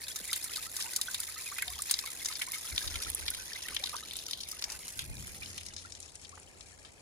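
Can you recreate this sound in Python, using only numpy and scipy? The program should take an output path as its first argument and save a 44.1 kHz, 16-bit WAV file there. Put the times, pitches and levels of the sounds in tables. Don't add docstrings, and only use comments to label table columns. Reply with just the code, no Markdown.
import sys
import numpy as np
from scipy import signal
from scipy.fft import rfft, irfft
from scipy.io import wavfile
from scipy.ndimage import uniform_filter1d, map_coordinates

SR = 44100
rng = np.random.default_rng(int(sys.argv[2]) if len(sys.argv) > 2 else 0)


def output_pcm(signal):
    pcm = np.clip(np.atleast_2d(signal).T, -1, 1) * 32767
    wavfile.write(sys.argv[1], SR, np.round(pcm).astype(np.int16))


N = 309141
TIME = np.arange(N) / SR


def undb(db):
    return 10 ** (np.asarray(db) / 20)


def unit(x):
    return x / np.sqrt(np.mean(x ** 2) + 1e-20)


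def curves(table):
    s, *columns = np.transpose(table)
    return [np.interp(TIME, s, column) for column in columns]


def colour(x, points, share=1):
    hz, db = np.transpose(points)
    bins_hz = np.fft.rfftfreq(4096, 1 / SR) + 1
    log_gain = share * np.log(undb(np.interp(np.log(bins_hz), np.log(hz), db)))
    cepstrum = irfft(log_gain)
    half = len(cepstrum) // 2
    cepstrum[1:half] *= 2
    cepstrum[half + 1:] = 0
    response = irfft(np.exp(rfft(cepstrum))).reshape((1,) * (x.ndim - 1) + (-1,))
    return signal.fftconvolve(x, response, axes=-1)[..., :x.shape[-1]]


def resonance(x, hz, q):
    return signal.lfilter(*signal.iirpeak(min(hz, SR / 2 - 2000), max(q, 1), fs=SR), x)


def band(x, hz, q):
    return unit(resonance(resonance(x, hz, q), hz, q / 2))


def highs(x, hz, order):
    return signal.sosfiltfilt(signal.butter(order, hz, "high", fs=SR, output="sos"), x)


def walk(rate):
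    knots = rng.standard_normal(2048)
    return np.interp(TIME * rate, np.arange(len(knots)), knots)


def add(track, s, sound):
    start = int(np.clip(s * SR, 0, N - 1))
    track[start:start + len(sound)] += sound[:N - start]


def air(tone, width):
    shared, side = rng.standard_normal((2, N))
    return unit(colour(np.array([shared + width * side, shared - width * side]), tone))


# frequency in Hz, gain in dB.
FOREST_TONE = [(25, -26), (55, -0.5), (85, -13), (130, -4), (200, -9), (400, -7.5), (800, -11),
               (2000, -29.5), (6000, -22), (15000, -41)]
# time in seconds, level in dB.
HUM_LEVEL = [(0, -68.5), (4.5, -70.5), (5.4, -55.5), (7, -69)]
def forest(level_db=-60, hum_hz=85):
    hum = band(rng.standard_normal(N), hum_hz, q=9)
    bed = undb(level_db + walk(3.72)) * air(FOREST_TONE, width=0.73)
    return bed + undb(curves(HUM_LEVEL)[0]) * hum


# frequency in Hz, gain in dB.
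BUFFET_TONE = [(20, 2), (40, 7), (70, 17.5), (120, -1.5), (200, -9), (400, -11), (900, -16.5), (2000, -111)]
# peak time in seconds, level in dB, release in seconds.
GUSTS = [(1.7, -54.5, .22), (2.74, -43, 0.035), (2.866, -38.5, .02), (2.91, -40.5, 0.027),
         (2.962, -38.5, 0.026), (3.065, -41, 0.066), (3.2, -48, 0.17), (3.72, -55, 0.26),
         (4.68, -53.5, .12), (4.99, -50, .1), (5.1, -40, .04), (5.175, -45, 0.052), (5.3, -56, .5)]
def buffet(breeze_db=-67, rise_s=0.017, flutter_db=2):
    power = undb(breeze_db) ** 2
    for s, db, release_s in GUSTS:
        envelope = np.exp(-np.maximum((s - TIME) / rise_s, (TIME - s) / release_s))
        power = power + (undb(db) * envelope) ** 2
    return np.sqrt(power) * undb(flutter_db * walk(21)) * air(BUFFET_TONE, width=0.82)


# peak time in seconds, half length in seconds, centre in Hz, level in dB.
SCUFFS = [(3.062, 0.25, 334, -63), (3.712, 0.021, 273, -56.5), (3.994, 0.22, 274, -65.5),
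          (4.7, 0.041, 820, -56), (5.13, 0.1, 110, -49.5), (5.297, 0.34, 169, -61),
          (6.378, 0.0029, 1100, -47)]
def scuffs(grain_db=3):
    out = np.zeros((2, N))
    for s, half_s, hz, db in SCUFFS:
        rub = rng.standard_normal(N) + 0.51 * rng.standard_normal((2, N))
        swell = np.exp(-((TIME - s) / half_s) ** 2 / 2)
        out += undb(db) * swell * band(rub, hz, q=1)
    return out * undb(grain_db * walk(60))


# frequency in Hz, left minus right in dB.
PORT_TONE = [(600, 4.5), (1400, 4), (2200, 3), (3500, 10), (4200, 9), (5200, 14), (6800, 8.5), (9000, 6),
             (13000, 6.5)]
# time in seconds, left minus right in dB,
# lead of the left port in ms, gain of the top treble in dB.
BEARING = [(0, -7.5, 0.0031, 6.5), (2.7, -7, 0.025, 5.5), (3.2, -8, 0.096, 0), (4.0, -6.5, 0.027, 1.5),
           (4.6, -6.5, 0.07, 2.5), (5.3, -6.5, -0.3, 5.5), (5.7, -4.5, -0.32, -10), (6.1, -1.5, -0.24, -37),
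           (7, -0.5, -0.25, -29)]
def microphone(pair, shared_hz=9900, shade_hz=11500):
    pan_db, _, top_db = curves(BEARING)
    left, right = (colour(x, PORT_TONE, share=side / 2) * undb(side * pan_db / 2)
                   for x, side in zip(pair, (1, -1)))
    left = left + highs(right - left, shared_hz, order=6)
    left = left - 2 * resonance(left, hz=12150, q=6)
    pair = np.array([left, right])
    return pair + (undb(top_db) - 1) * highs(pair, shade_hz, order=4)


def at_ports(water, scatter_db, scatter_s, wall_db, wall_s=0.018):
    lead_ms = curves(BEARING)[1]
    t = TIME[:int(.12 * SR)]
    hz = np.fft.rfftfreq(len(t), 1 / SR) + 1
    channels = []
    for side in (1, -1):
        arriving = map_coordinates(water, [np.arange(N) + side * lead_ms * SR / 2000], order=3)
        stones, wall = (unit(rng.standard_normal(len(t)) * np.exp(-t / decay_s) * (t > .0002))
                        for decay_s in (scatter_s, wall_s))
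        paths = (t == 0) + (undb(scatter_db) * stones + undb(wall_db) * wall) / np.sqrt(len(t))
        tint_db = 10 * np.log10(uniform_filter1d(np.abs(rfft(paths)) ** 2, size=40))
        neutral_paths = colour(paths, np.c_[hz, -tint_db])
        channels.append(signal.oaconvolve(arriving, neutral_paths)[:N])
    return np.array(channels)


# time in seconds, then mid, hiss, treble in dB.
EQ_RIDE = [(0, 1, 4, 1), (2.6, 0, 3, -1), (3.2, -1, 1, -3), (3.85, -0.5, 2.5, -4), (4.1, -6.5, 6.5, -3),
           (4.42, -7, 5, -3.5), (4.6, 2, -2, -0.5), (6, -0.5, 1.5, 2), (6.6, 7.5, -6, 1)]
def surroundings(pair, risen_s=2.83, echo_ms=0.584, echo_db=-20.5, notch_db=-6):
    down_low = (1 - np.tanh((TIME - risen_s) / .2)) / 2
    echo = np.array([np.interp(TIME - echo_ms / 1000, TIME, x) for x in pair])
    pair = pair + undb(echo_db) * down_low * echo
    pair = pair + (undb(notch_db * down_low) - 1) * resonance(pair, hz=2950, q=5)
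    for db, hz, q in zip(curves(EQ_RIDE), (1850, 3600, 7700), (1, 4, 4)):
        pair = pair + (undb(db) - 1) * resonance(pair, hz, q)
    return pair


# frequency in Hz, bandwidth in Hz, gain in dB.
HOLLOW_MODES = [(1540, 30, -8.5), (2080, 36, -7.5)]
def hollow(pair):
    return sum(undb(db) * resonance(pair, hz, hz / width) for hz, width, db in HOLLOW_MODES)


def blip(start_s=.203, start_hz=750, end_hz=150, fall_s=0.0047, level_db=-48, fade_s=0.014):
    out, t = np.zeros(N), TIME[:int(.1 * SR)]
    pitch = end_hz + (start_hz - end_hz) * np.exp(-t / fall_s)
    add(out, start_s, undb(level_db) * np.sin(2 * np.pi * np.cumsum(pitch) / SR) * np.exp(-t / fade_s))
    return out


def chirps(count, centre_hz, spread_octaves, spread_db, cycles, octaves_per_s):
    out = np.zeros(N)
    times = rng.random(count) * N / SR
    for s, (detune, size, length) in zip(times, np.clip(rng.standard_normal((count, 3)), -2, 2)):
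        hz = centre_hz * 2 ** (spread_octaves * detune)
        fade_s = cycles / hz * np.exp(length / 2)
        t = TIME[:int(4 * fade_s * SR)]
        pitch = hz * 2 ** np.minimum(octaves_per_s * t, 1)
        envelope = (1 - np.exp(-t * hz)) * np.exp(-t / fade_s) * (1 - (t / t[-1]) ** 2)
        add(out, s, undb(spread_db * size) * envelope * np.sin(2 * np.pi * np.cumsum(pitch) / SR))
    return unit(out)


def gurgle():
    return chirps(count=800, centre_hz=2100, spread_octaves=.382, spread_db=3, cycles=8, octaves_per_s=5)


def ticks():
    return chirps(count=800, centre_hz=4200, spread_octaves=.5, spread_db=4.5, cycles=9, octaves_per_s=15)


# start in seconds, starting pitch in Hz,
# relative level in dB, length in seconds, pitch bend in octaves.
BUBBLES = [(0.248, 2250, -32, .008, .1), (.294, 2040, -26.5, 0.0091, 0.35),
           (0.323, 1230, -28, 0.0064, 0.55), (0.542, 2550, -32.5, 0.014, 0.021),
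           (.564, 1500, -37.5, .014, .1), (0.79, 1080, -34.5, 0.0087, 0.22), (0.841, 870, -33, 0.049, 0.34),
           (.891, 2470, -31, 0.0077, .15), (0.928, 1486, -41, 0.022, 0.055),
           (0.991, 1150, -34, 0.007, 0.16), (1.082, 1494, -22.5, 0.012, 0.067),
           (1.463, 2510, -25.5, 0.021, -0.068), (1.484, 2120, -33, .016, .15),
           (1.516, 1073, -30.5, 0.019, 0.86), (1.562, 1980, -34, .012, 0.2),
           (1.582, 2440, -28, 0.029, 0.14), (1.622, 2200, -19, 0.012, -0.12),
           (1.666, 885, -38.5, 0.015, 0.15), (1.675, 715, -41.5, 0.03, 0.056),
           (1.705, 1030, -42, 0.033, 0.6), (1.762, 930, -35, 0.019, -0.32), (1.783, 850, -42, .014, 0.35),
           (1.793, 1170, -28.5, 0.0086, .2), (2.039, 1060, -25, 0.0093, 0.074),
           (2.069, 2170, -27.5, 0.017, 0.022), (2.284, 2120, -27, .013, 0), (2.306, 976, -33, 0.017, .25),
           (2.413, 2130, -21.5, 0.016, 0.093), (2.476, 1000, -34.5, 0.022, 0.35),
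           (2.533, 2147, -25, 0.026, 0.019), (2.812, 1610, -29.5, 0.013, .2),
           (3.064, 1340, -27, 0.0098, 0.042), (3.079, 1800, -25, 0.0069, 0.37),
           (3.517, 1750, -28, 0.01, 0.11), (3.556, 2030, -25, 0.013, .15),
           (3.653, 1830, -29.5, 0.013, 0.14), (3.682, 1540, -36, 0.018, -0.14),
           (3.721, 1090, -33, .009, 0.62), (3.798, 540, -43, 0.034, 0.7), (3.83, 784, -34, 0.024, 0.81),
           (3.930, 1170, -28, 0.019, 0.56), (3.94, 916, -23.5, 0.0203, 1), (3.984, 1510, -27, 0.0069, 0.24),
           (5.42, 2420, -31.5, 0.011, 0.078), (5.848, 1360, -36, 0.015, 0.29),
           (6.325, 1086, -46, 0.023, 0.53)]
def plinks(trim_db=-7.5, splash_db=-15, sag_db=-7, wobble_db=2.5, splash_s=.004, attack_s=.0015):
    rings, splashes = np.zeros((2, N))
    for s, hz, db, length_s, octaves in BUBBLES:
        t = TIME[:int(length_s * SR)]
        age = t / t[-1]
        pitch = hz * 2 ** (octaves * age ** 2)
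        envelope = (1 - np.exp(-t / attack_s)) * (1 - age ** 6)
        add(rings, s, undb(db + sag_db * age) * envelope * np.sin(2 * np.pi * np.cumsum(pitch) / SR))
        t = TIME[:SR // 20]
        noise = unit(resonance(rng.standard_normal(len(t)), hz, q=1))
        add(splashes, s, undb(db + splash_db) * np.exp(-t / splash_s) * noise)
    return undb(trim_db) * (rings * undb(wobble_db * walk(400)) + splashes)


def small_drops(per_s=150, size_db=3.5, tint_db=5.2, crackle_db=3, decay_s=.0019, wash=.03):
    ceiling = 1.3
    bunching = np.exp(.6 * walk(35))
    landings = np.flatnonzero(rng.random(N) < per_s * bunching / SR)
    size, *tints = np.minimum(rng.standard_normal((4096, 14)), ceiling)[:len(landings)].T
    crackle = rng.standard_normal(N) * undb(crackle_db * np.minimum(rng.standard_normal(N), ceiling))
    out = np.zeros(N)
    for hz, tint in zip(np.geomspace(750, 14500, num=13), tints):
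        impacts = np.zeros(N)
        impacts[landings] = undb(size_db * size + tint_db * tint) ** 2
        energy = signal.lfilter([1], [1, -np.exp(-2 / (decay_s * SR))], impacts)
        envelope = np.sqrt(energy + wash)
        bursts = envelope * np.roll(crackle, int(hz))
        out += resonance(resonance(bursts, hz, q=5), hz, q=1)
    return out


# frequency in Hz, gain in dB.
PATTER_TONE = [(500, -31.5), (950, -5.5), (1500, -8), (2200, -1.5), (3400, -3), (5000, 1), (6500, 2),
               (8000, -29.5)]
SPRAY_TONE = [(3500, -20), (6000, -10.5), (7000, 3.5), (8200, 3.5), (9000, 5.5), (11000, 6.5), (12500, -1),
              (13600, -3), (15700, -23.5)]
# time in seconds, relative patter level in dB, relative spray level in dB.
FLOW = [(0.0, -46.5, -47.5), (2.16, -46.5, -48), (3.03, -43.5, -45.5), (4.47, -48.5, -51.5),
        (5.04, -51, -50.5), (5.48, -50.5, -53), (5.78, -54.5, -57), (6.31, -61, -59.5), (7.01, -66, -62)]
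def patter(body_trim_db=-6.5, spray_trim_db=-3.5):
    body_db, spray_db = curves(FLOW)
    drops = small_drops()
    body = undb(body_db + body_trim_db) * unit(colour(drops, PATTER_TONE))
    spray = undb(spray_db + spray_trim_db) * unit(colour(drops, SPRAY_TONE))
    return body + spray


def stray_drops(count=36, above_flow_db=1.5, centre_hz=4600, spread_octaves=0.61):
    times = rng.random(count) * N / SR
    size, detune, spray, length = np.clip(rng.standard_normal((count, 4)), -1.5, 1.5).T
    level_db = np.interp(times, *np.transpose(FLOW)[:2]) + above_flow_db + 2 * size
    ring_hz = centre_hz * 2 ** (spread_octaves * detune)
    spray_db = 3 + 7 * spray
    length_s = .003 * np.exp(length / 2)
    return list(zip(times, level_db, ring_hz, spray_db, length_s))


# start in seconds, relative level in dB, ring pitch in Hz,
# spray against ring in dB, nominal length in seconds.
BIG_DROPS = [(.039, -46, 5170, 2, .003), (.1585, -37.5, 6400, -3, 0.0068), (.253, -46, 6900, 1, 0.0055),
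             (.313, -43, 5500, -5, 0.0033), (.3298, -30.5, 3560, -1, 0.0051),
             (.3607, -35.5, 2370, 9.5, 0.011), (.4416, -37.5, 5060, 16, 0.013),
             (.534, -45, 4900, -19, .003), (.5585, -38.5, 4240, -4.5, 0.0055),
             (.569, -39.5, 4600, 1, 0.006), (.7654, -35, 5250, 5.5, 0.0062), (.8, -39, 5800, -2, 0.0084),
             (.809, -39, 4460, -3, 0.006), (.823, -38.5, 5460, -2, .004), (.934, -41, 5130, -2, 0.0027),
             (.9616, -28.5, 5260, 5.5, 0.0079), (1.0132, -30.5, 4570, 5.5, 0.0065),
             (1.144, -33, 3770, 0.5, 0.0051), (1.202, -33.5, 5000, 12.5, 0.0085),
             (1.343, -53, 4000, -9, 0.005), (1.583, -36, 2440, 1, 0.0055), (1.622, -33, 2030, 3.5, 0.0047),
             (1.679, -39.5, 3450, -6, .008), (1.8205, -32, 4950, 21, 0.0016),
             (1.896, -37.5, 3830, -18, 0.0011), (1.9108, -25.5, 8300, -8, 0.0074),
             (1.939, -31.5, 4400, -28, 0.0032), (1.989, -34, 4550, -2.5, 0.0038),
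             (2.06, -38, 3900, 4.5, 0.0014), (2.247, -38, 5900, -7, 0.011),
             (2.257, -32.5, 6300, -12, 0.0054), (2.2853, -38, 4750, 2, 0.006),
             (2.325, -42.5, 3790, -12, 0.0019), (2.353, -39.5, 4700, -24, 0.013),
             (2.417, -31.5, 2540, -4.5, 0.011), (2.519, -37.5, 5400, 9, 0.0038),
             (2.5365, -38, 2950, 3, 0.037), (2.708, -43, 6200, 10, 0.0025), (2.76, -41, 4560, -16, .003),
             (2.778, -30, 3530, -15, 0.0029), (2.825, -45.5, 5170, -14, 0.0027),
             (2.875, -37, 4240, -24, 0.0072), (2.956, -36, 2670, -2, 0.0061),
             (3.034, -38.5, 5900, -2, 0.0027), (3.1005, -34, 4350, 24, 0.0029),
             (3.148, -30.5, 6480, 25, 0.0043), (3.28, -32.5, 3350, -12, 0.0055),
             (3.303, -33.5, 6300, 20, 0.0036), (3.347, -38.5, 3790, 2, .002),
             (3.624, -42, 5770, -16, 0.0055), (3.684, -37, 2370, 3, 0.0037), (3.747, -38, 3270, 7, 0.0049),
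             (3.7645, -32.5, 2880, -20, 0.0044), (3.838, -34.5, 3970, -17, 0.0034),
             (3.858, -39, 3800, -4, 0.0066), (3.87, -43.5, 2760, -2, 0.0045),
             (3.893, -39.5, 5450, 1, 0.0028), (3.965, -40, 4650, -1, 0.002),
             (4.109, -45.5, 3300, -9, 0.0018), (4.134, -40, 3800, 10, 0.0017),
             (4.155, -46, 3640, -2, 0.0023), (4.1671, -37, 4800, 13, 0.0021),
             (4.188, -44.5, 4400, -4, 0.0033), (4.264, -41.5, 5690, -9, .003),
             (4.283, -44, 3450, 4, 0.0043), (4.31, -37, 4600, -1, 0.003),
             (4.3325, -37.5, 3600, -11, 0.0026), (4.409, -43.5, 6100, -16, 0.0029),
             (4.434, -43.5, 4300, -18, 0.0024), (4.488, -42.5, 4480, 17, .003),
             (4.514, -37, 5730, 5, 0.011), (4.592, -45, 5140, -16, 0.0027), (4.6225, -37.5, 4300, -5, .004),
             (4.6394, -34, 5560, -15, 0.0056), (4.7, -41.5, 5300, -14, 0.0035),
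             (4.719, -39, 5760, 2, 0.013), (4.88, -41, 6600, -4, 0.0033), (4.9917, -35.5, 3200, -6, 0.0015),
             (5.271, -44.5, 3960, 10, 0.0033), (5.43, -43.5, 2960, -7, 0.012),
             (5.459, -45.5, 3960, -2.5, 0.0024), (5.578, -39.5, 3480, -2, 0.0068),
             (5.663, -42.5, 5400, -0.5, 0.0086), (5.685, -48.5, 5470, -12, 0.0035),
             (5.737, -49.5, 6250, -20, 0.0023), (5.7644, -43.5, 5060, -23, 0.0012),
             (5.777, -48.5, 4800, -17, 0.032), (5.921, -47, 6440, -19, 0.0062),
             (5.95, -50.5, 5500, -14, 0.0035), (6.002, -45, 6050, 8, 0.0026),
             (6.028, -51.5, 5700, -14, 0.0013), (6.1538, -46.5, 7000, 1, 0.0038),
             (6.248, -51, 3670, -11, 0.011), (6.292, -49.5, 6000, 3, 0.0035),
             (6.399, -52.5, 6960, 16, 0.0022), (6.6077, -50.5, 3830, 0, 0.003),
             (6.849, -55, 3600, -18, 0.00075)]
def slaps(drops, trim_db=2.5, splat_db=-3, tail_db=-24, tail_s=0.029, crackle_db=4.5):
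    ring, splat, spray = np.zeros((3, N))
    t = TIME[:int(.05 * SR)]
    tick = 2.5 * np.exp(-t / .0004)
    for s, db, hz, spray_db, length_s in drops:
        envelope = np.exp(-t / (.55 * length_s)) + undb(tail_db) * np.exp(-t / tail_s)
        swell = 1 - np.exp(-t * hz / 2)
        shapes = np.array([envelope * swell, envelope + tick / 2, envelope + tick])
        noise, grain = rng.standard_normal((2, *shapes.shape))
        ring_burst, splat_burst, spray_burst = shapes * noise * undb(crackle_db * np.clip(grain, -2, 2))
        gain = undb(db + trim_db) / np.sqrt(5 * (1 + undb(2 * spray_db)))
        add(ring, s, gain * band(ring_burst, hz, q=2.1))
        add(splat, s, gain * unit(splat_burst))
        add(spray, s, gain * undb(spray_db) * unit(spray_burst))
    return ring + undb(splat_db) * colour(splat, PATTER_TONE) + undb(-1) * colour(spray, SPRAY_TONE)


def scene(gurgle_db=-10, ticks_db=-9, above_wall_s=3.4):
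    flow_db = curves(FLOW)[0]
    above_wall = (1 + np.tanh((TIME - above_wall_s) / 0.061)) / 2
    puddle = undb(flow_db + gurgle_db + 0.5 * above_wall) * gurgle()
    water = at_ports(slaps(BIG_DROPS + stray_drops()), scatter_db=6, scatter_s=.0013, wall_db=-19)
    water += (1 - above_wall) * hollow(water)
    water += at_ports(puddle, scatter_db=-1, scatter_s=.003, wall_db=-12)
    water += at_ports(plinks() + blip(), scatter_db=-3, scatter_s=.0025, wall_db=-13)
    water += at_ports(undb(flow_db + ticks_db) * ticks(), scatter_db=-1, scatter_s=.001, wall_db=-18)
    for spot in range(3):
        water += at_ports(patter(), scatter_db=8.5, scatter_s=.0016, wall_db=-16)
    return microphone(surroundings(water)) + forest() + buffet() + scuffs()


def record(dry, top_hz=15900):
    return signal.sosfilt(signal.ellip(10, .2, 80, top_hz, fs=SR, output="sos"), dry)


dry = scene()
out = record(dry)
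output_pcm(out)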